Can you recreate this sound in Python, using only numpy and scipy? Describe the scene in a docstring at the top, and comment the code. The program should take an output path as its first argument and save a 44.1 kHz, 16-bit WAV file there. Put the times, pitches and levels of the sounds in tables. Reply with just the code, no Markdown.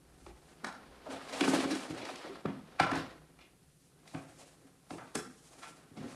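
"""A hard hallway with a boxed wooden staircase: someone in socks shifts about, a plastic crate in one hand.
Feet thud on the treads and the crate booms, knocks and ticks: noisy pushes ring banks of damped modes.
Its load rattles as sparse random taps on the same modes; cloth and socks scuff as coloured noise.
The blows ring the hallway for half a second, its tails about as strong as the direct sound;
a quiet hum, rumble and microphone hiss lie beneath, all heard on a handheld phone."""
import sys
import numpy as np
from scipy import signal
from scipy.fft import rfft, irfft
from scipy.io import wavfile
from scipy.ndimage import uniform_filter1d

SR = 44100
rng = np.random.default_rng(int(sys.argv[2]) if len(sys.argv) > 2 else 0)


def gain_from_decibels(decibels):
    """Convert decibel values to linear amplitude factors."""
    exponent = np.asarray(decibels, float) / 20
    return 10 ** exponent


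def put_to_file(sound):
    """Save the sound as 16-bit audio at rate SR, in the file named by the first command-line argument."""
    columns = np.atleast_2d(sound).T  # one column per channel
    safe = np.clip(columns, -1, 1)
    whole_steps = np.round(safe * 32767)
    wavfile.write(sys.argv[1], SR, whole_steps.astype(np.int16))


N = 271521  # length in samples

# Room tone and microphone hiss, relative spectrum: f/Hz, level/dB
QUIET_SPECTRUM = [(47, -31), (80, -0.5), (162, 19), (247, -12.5), (449, -2), (1120, -22.5), (1580, -27.5),
                  (6300, -30.5), (8860, -12), (13000, -8.5)]
# Weight shifting on the floor, low swells: t/s of peak, level/dB at peak, rise/s, fall/s
FLOOR_SHIFTS = [(0.31, -52, .14, 0.081), (0.9, -61, 0.088, 0.31), (2.86, -58.5, 0.15, 0.26)]
# Reverberation of the hallway: f/Hz, t60/s
HALL_DECAY = [(100, 0.47), (300, 0.49), (1500, 0.46), (4000, 0.38), (10000, 0.33)]
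# Reverberant over direct sound, before the reflections clump: f/Hz, level/dB
HALL_LEVEL = [(100, -1.5), (300, -2), (1500, -1), (5000, -1.5), (10000, -4.5)]
# Socks scuffing, relative spectrum: f/Hz, level/dB
SCUFF_SPECTRUM = [(1200, -44), (1900, -1), (4500, -4.5), (8000, -20)]
# Cloth brushing, relative spectrum: f/Hz, level/dB
BRUSH_SPECTRUM = [(3500, -5), (6000, -1.5), (9000, -1), (12000, -8.5), (15000, -35)]
# Cloth brushing past, a swell and a fade: t/s of peak, level/dB at peak, rise/s, fall/s
CLOTH_BRUSHES = [(0.25, -66.5, 0.1, 0.14), (0.5, -69.5, 0.14, 0.13), (1.13, -57.5, 0.041, 0.05),
                 (1.5, -41, 0.11, 0.13), (1.75, -52, 0.12, 0.22), (2.12, -59.5, 0.085, 0.12),
                 (3.87, -72, 0.22, 0.043), (4.08, -62, 0.022, 0.36), (4.4, -60.5, 0.06, 0.12),
                 (4.91, -54.5, 0.0091, 0.083), (5.5, -63.5, 0.4, 0.25), (5.68, -59, 0.22, 0.089),
                 (6.12, -59.5, 0.12, 0.12)]
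# How hard the crate is shaken: t/s, level/dB of the load rattle
CRATE_SHAKE = [(0.0, -70.5), (0.36, -66.5), (0.81, -62), (1.0, -62.5), (1.13, -49.5), (1.25, -52.5),
               (1.41, -42.5), (1.58, -38), (1.75, -49), (2.09, -49), (2.3, -52), (2.42, -59.5),
               (2.61, -62.5), (2.83, -62), (2.97, -43.5), (3.21, -67), (3.45, -70), (3.8, -82.5),
               (4.1, -65.5), (4.24, -64), (4.73, -72), (4.96, -74), (5.08, -61.5), (5.31, -83),
               (5.56, -63.5), (5.68, -63), (5.95, -67.5), (6.04, -54.5), (6.16, -58)]
# Modes of the wooden tread: f/Hz, relative level/dB, nominal t60/s
TREAD_MODES = [(98, -24, 0.84), (120, -8, 0.34), (150.5, -1, 0.18), (168.4, 5.5, 0.07)]
# Modes of the hollow of crate and stair: f/Hz, relative level/dB, nominal t60/s
HOLLOW_MODES = [(216.5, -5, 0.14), (243, -5.5, 0.078), (271.6, 7, 0.076), (311.5, 3.5, 0.08),
                (351.4, 5, 0.073), (393, 2.5, 0.059)]
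# Modes of the plastic walls: f/Hz, relative level/dB, nominal t60/s
WALL_MODES = [(541, 9, 0.014), (639, -0.5, 0.022), (704, -1, 0.037), (758, -2.5, 0.065), (820, -0.5, 0.031),
              (930, 6, 0.011), (1081, 7, 0.013), (1186, -9, 0.049), (1240, -1.5, 0.029), (1346.4, 4, 0.018),
              (1502, -3.5, 0.042), (1632, 3.5, 0.011), (1810, -13.5, 0.057)]
# Modes of the thin ribs, a dry crack with a little colour: f/Hz, relative level/dB, nominal t60/s
RIB_MODES = [(2370, 5.5, 0.0056), (2788, -4.5, 0.0089), (3370, -4, 0.0083), (3980, -1, 0.0058),
             (4600, -5.5, .009), (5300, 1.5, 0.003), (6470, 3.5, 0.0013), (8100, 9, 0.001),
             (9450, -7.5, 0.0042)]
# Dull blows on tread and hollow: t/s, boom peak level/dB, tread thud level/dB, boom pitch f/Hz, contact/ms
DULL_THUDS = [(0.267, -47, -56, 371, 17), (0.632, -41.5, -74, 213, 29), (0.657, -46, -58, 239, 19.5),
              (1.087, -43, -60, 275, 20), (1.128, -45, -50.5, 263, 22), (1.332, -41.5, -67, 271, 17),
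              (1.41, -23, -49, 292, 22.2), (1.476, -23.5, -45.5, 265, 42), (1.533, -22.5, -45, 319, 25.7),
              (1.556, -31, -58, 300, 21.7), (1.586, -42, -49.5, 346, 8.5), (1.647, -29, -47, 288, 24.7),
              (1.714, -29, -62, 314, 32.4), (1.901, -35, -39.5, 317, 22.7), (2.029, -39, -56, 300, 12.5),
              (2.117, -46.5, -68, 297, 9.9), (2.242, -44, -75, 324, 23.6), (2.294, -41.5, -61.5, 378, 31),
              (2.453, -27, -35, 235, 4.6), (2.805, -30, -32, 312, 8.6), (2.919, -29.5, -37.5, 275, 18),
              (2.968, -37, -38.5, 310, 25.6), (4.144, -36.5, -38, 294, 21.3), (4.646, -56.5, -60, 272, 30),
              (4.909, -40, -46.5, 283, 12.6), (4.933, -39, -50, 303, 10.3), (5.152, -32.5, -46.5, 459, 18),
              (5.166, -36.5, -50, 240, 25.4), (5.914, -54.5, -52, 247, 24), (5.968, -41.5, -52, 219, 33),
              (6.002, -42.5, -41.5, 252, 24), (6.038, -38.5, -55, 237, 43)]
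# Hard knocks of the plastic: t/s, knock peak level/dB, knock pitch f/Hz, tick level/dB, tick pitch f/Hz
HARD_KNOCKS = [(0.264, -47.5, 820, -56, 3300), (0.645, -33, 1420, -41.5, 5300),
               (0.668, -41, 1085, -51, 5300), (0.687, -44, 1370, -69, 2400), (0.726, -54, 1400, -57, 5300),
               (0.75, -55.5, 1280, -64, 5300), (1.408, -30.5, 1120, -28, 3230),
               (1.438, -33.5, 1110, -37.5, 2350), (1.478, -30, 893, -51, 2700),
               (1.534, -31, 610, -45, 2760), (1.752, -52, 1270, -43.5, 4600),
               (2.052, -45, 830, -43.5, 3650), (2.157, -67, 1500, -46, 4340), (2.242, -50, 1280, -61, 2400),
               (2.456, -35, 925, -46.5, 2420), (2.798, -19.5, 1366, -28, 2570),
               (2.801, -25.5, 730, -35.5, 4240), (2.866, -32, 1005, -49, 4200),
               (2.915, -30.5, 1420, -41.5, 3500), (2.933, -34, 1560, -50, 3500),
               (2.955, -43, 1520, -46.5, 6100), (2.974, -45, 1050, -51, 5460),
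               (3.389, -61, 1344, -60, 2460), (4.076, -61, 860, -54, 3700), (4.147, -46.5, 1530, -52, 2400),
               (4.906, -40.5, 718, -49.5, 3100), (4.983, -46, 1300, -54, 2400),
               (4.992, -48.5, 1420, -65, 2400), (5.153, -37, 1350, -33, 9200),
               (5.158, -38, 1620, -46.5, 3770)]
# Soft sliding contacts, a rub rather than a blow: t/s, knock peak level/dB, f/Hz, tick level/dB, f/Hz
SOFT_RUBS = [(1.066, -41.5, 622, -79, 2570), (1.131, -42.5, 669, -55, 2580), (1.17, -50, 700, -75, 2780),
             (1.328, -37, 647, -41.5, 3900), (1.639, -34, 543, -43, 2530), (1.709, -38.5, 1672, -38, 4400),
             (2.016, -44.5, 654, -45, 3040), (2.24, -48, 554, -75, 3810), (3.41, -71, 1330, -57, 2480),
             (4.054, -63, 690, -69, 2730), (4.145, -40.5, 656, -53.5, 2470), (4.41, -55, 573, -60.5, 3520),
             (5.01, -49, 930, -69, 2700), (5.519, -60.5, 630, -72, 6300), (5.627, -45, 1343, -48, 2980),
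             (5.971, -51, 724, -54, 3450), (6.02, -50, 545, -70, 3000)]


def level(x, db):
    """Scale to an rms level."""
    return x * gain_from_decibels(db) / np.sqrt(np.mean(x ** 2))


def curve(table):
    """Columns of a table at every sample."""
    s, *columns = np.transpose(table)
    return [np.interp(np.arange(N) / SR, s, c) for c in columns]


def shaped(points, size):
    """Noise coloured by (f/Hz, level/dB) points."""
    hz, db = np.transpose(points)
    axis = np.log(np.arange(size // 2 + 1) * SR / size + 1)
    spectrum = rfft(rng.standard_normal(size)) * gain_from_decibels(np.interp(axis, np.log(hz), db))
    return irfft(spectrum, size)


def walk(rate):
    """Random levels held 1 / rate s and slewed twice; spread near 1."""
    hold = int(SR / rate)
    steps = np.repeat(rng.standard_normal(N // hold + 1), hold)
    slewed = uniform_filter1d(uniform_filter1d(steps, hold), hold)
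    return 1.3 * slewed[:N]


def swells(table):
    """Gain of events that climb 10 dB over the rise time and drop 10 dB over the fall time."""
    t = np.arange(N) / SR
    power = 0
    for s, db, rise_s, fall_s in table:
        distance = np.where(t < s, (s - t) / rise_s, (t - s) / fall_s)
        power = power + gain_from_decibels(db - 10 * distance) ** 2
    return np.sqrt(power)


def ring(x, modes, centre_hz=1., fall_db=0., widen=1):
    """Damped resonators; a mode's share falls by fall_db per octave squared away from centre_hz."""
    out = 0
    for hz, db, t60 in modes:
        # widen divides the decay time
        decay = np.log(1000) * widen / (np.clip(t60, .001, 1) * SR)
        pole = np.exp(2j * np.pi * hz / SR - decay)
        share = gain_from_decibels(db - fall_db * np.log2(hz / centre_hz) ** 2)
        out = out + share * signal.lfilter([1], [1, -pole], x).imag
    # a body radiates its acceleration, so little comes out below its lowest mode
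    return signal.sosfilt(signal.butter(6, 0.83 * modes[0][0], "high", fs=SR, output="sos"), out)


def background():
    """Hiss, a wavering hum of narrow noise, and house rumble that swells as weight shifts on the floor."""
    hum_hz, width_hz = 152, 14
    hiss_db, hum_db, house_db = -66, -70, -71
    hiss = level(shaped(QUIET_SPECTRUM, size=N), hiss_db)
    hum_points = [(hum_hz - width_hz, -30), (hum_hz, 0), (hum_hz + width_hz, -30)]
    hum = level(shaped(hum_points, size=N), hum_db)
    rumble_points = [(22, -8.5), (40, -19.5), (55, -10.5), (75, -13.5), (110, -38), (200, -89)]
    rumble = level(shaped(rumble_points, size=N), 0)
    return hiss + hum + (gain_from_decibels(house_db) + swells(FLOOR_SHIFTS)) * rumble


def clatter(per_s, spread_db):
    """Sparse taps of very uneven size."""
    chance, size = rng.random((N, 2)).T
    return (chance < per_s / SR) * gain_from_decibels(-spread_db * np.log(1 - size)) * rng.standard_normal(N)


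def handling():
    """The load tumbles against the hollow and the walls; socks scuff, cloth brushes."""
    rattle_db, = curve(CRATE_SHAKE)
    over_db = rattle_db + 60  # shaking over a reference rattle of -60 dB
    boom_db = -62.5 + 0.6 * over_db
    scuff_db = -66 + 1.11 * over_db
    crackle_db = rattle_db - 18  # thin plastic
    flutter = gain_from_decibels(2. * walk(70))  # jolts shake load and cloth together
    boom = level(ring(clatter(710, 0.94), HOLLOW_MODES, widen=0.74), boom_db)
    rattle = level(ring(flutter * clatter(2500, 1.0), WALL_MODES, widen=0.67), rattle_db)
    scuff = level(flutter * gain_from_decibels(0.8 * walk(150)) * shaped(SCUFF_SPECTRUM, size=N), scuff_db)
    # each crackle flexes one rib alone, so it has a pitch of its own
    crackle = level(sum(ring(clatter(250, 1.8), [rib], widen=0.42) for rib in RIB_MODES), crackle_db)
    cloth = swells(CLOTH_BRUSHES) * level(flutter * shaped(BRUSH_SPECTRUM, size=N), 0)
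    return boom + rattle + crackle + scuff + cloth


def add(out, s, db, contact_ms, modes, centre_hz=0.5, fall_db=0., steady=0., span=None, order=1):
    """One push, swelling and fading over the contact time, rings a body at a given peak level."""
    # a faint noisy lead-in swells before each push and fades after
    lead_in_db, lead_in_ms = -8.5, 3.6
    lead = SR // 25  # room for the lead-in
    t = np.arange(-lead, SR // 6) / SR
    age = np.maximum(t, 0) * 1000 / np.clip(contact_ms, 1, 60)
    push = (4 * age * np.exp(1 - 4 * age)) ** order  # peak 1; a higher order sets in more gently
    lead_in = gain_from_decibels(lead_in_db) * np.exp(-np.abs(t) * 1000 / lead_in_ms)
    # grip and load bend the walls, so each blow rings a little off pitch
    bend = 1 + .015 * rng.standard_normal()
    bent_modes = [(hz * bend, g, t60) for hz, g, t60 in modes]
    # a rough contact pushes at random; a steady one chatters in step with the panel it drives
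    force = rng.standard_normal(len(t)) + steady * np.cos(2 * np.pi * centre_hz * bend * t)
    if span:  # drive only from pitch / span to pitch * span
        band_hz = [centre_hz / span, centre_hz * span]
        force = signal.sosfilt(signal.butter(2, band_hz, "band", fs=SR, output="sos"), force)
    sound = ring(force * (push + lead_in), bent_modes, centre_hz, fall_db)
    loudest = np.sqrt(uniform_filter1d(sound ** 2, size=400).max())  # rms over 9 ms
    # the push sets in a little early, as it is heard once it has swollen
    start = int((s - order * contact_ms / 16000) * SR) - lead
    out[start:start + len(t)] += sound * gain_from_decibels(db - 3) / loudest  # a sine's rms is 3 dB under its peak


def blows():
    """Thuds ring the hollow and the tread; knocks and rubs ring the plastic walls and ribs."""
    tread_share, tick_share = 0.19, 0.91  # tread and ribs are pushed for a part of the contact only
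    out = np.zeros(N + SR)
    for s, boom_db, thud_db, boom_hz, contact_ms in DULL_THUDS:
        add(out, s, boom_db, contact_ms, HOLLOW_MODES, boom_hz, fall_db=11, steady=0.21)
        add(out, s, thud_db, tread_share * contact_ms, TREAD_MODES, steady=0.38)
    # a knock is a brief contact, a rub a long one that sets in more gently
    for rows, contact_ms, order in (HARD_KNOCKS, 9, 1), (SOFT_RUBS, 48, 2):
        for s, knock_db, knock_hz, tick_db, tick_hz in rows:
            add(out, s, knock_db, contact_ms, WALL_MODES, knock_hz,
                fall_db=-0.5, steady=0.16, span=1.734, order=order)
            add(out, s, tick_db, tick_share * contact_ms, RIB_MODES, tick_hz, fall_db=13.5, order=order)
    return out[:N]


def hallway(source):
    """Direct sound plus dense tails, one per face, that fade at their own rate in each half octave."""
    sides = 2  # faces of crate and stair that each send their own sound into the hallway
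    t = np.arange(SR) / SR
    t60_hz, t60_s = np.transpose(HALL_DECAY)
    wet_hz, wet_levels = np.transpose(HALL_LEVEL)
    out = source()
    for _ in range(sides):
        tail = 0
        for hz in 60 * 2 ** np.arange(0, 8, .5):
            band = shaped([(hz / 1.5, -40), (hz / 1.15, 0), (hz * 1.15, 0), (hz * 1.5, -40)], size=SR)
            t60 = np.interp(np.log(hz), np.log(t60_hz), t60_s)
            wet_db = np.interp(np.log(hz), np.log(wet_hz), wet_levels)
            build_up = np.clip((t - .002) / 0.0086, 0, 1)  # reflections build up after the nearest wall
            fade = gain_from_decibels(-60 * t / t60) * build_up
            tail = tail + gain_from_decibels(wet_db) * band * fade / np.sqrt(np.sum(fade ** 2))
        tail = tail * gain_from_decibels(3 * walk(120)[:SR])  # reflections arrive in clumps
        out = out + signal.fftconvolve(source(), tail)[:N] / np.sqrt(sides)
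    return out


def scene():
    """Blows ring the hallway; handling and background fill the gaps."""
    return (background() + handling() + hallway(blows))[None]


def roll_off(x):
    """The treble ends steeply here."""
    return signal.sosfilt(signal.butter(12, 15630, fs=SR, output="sos"), x)


def record(dry):
    """A handheld phone: the microphone capsule loses the deepest bass and the top octave."""
    low_hz, top_hz = 46, 11100
    no_bass = signal.sosfilt(signal.butter(2, low_hz, "high", fs=SR, output="sos"), dry)
    capsule = signal.sosfilt(signal.butter(5, top_hz, fs=SR, output="sos"), no_bass)
    return roll_off(capsule)


dry = scene()
out = record(dry)
put_to_file(out)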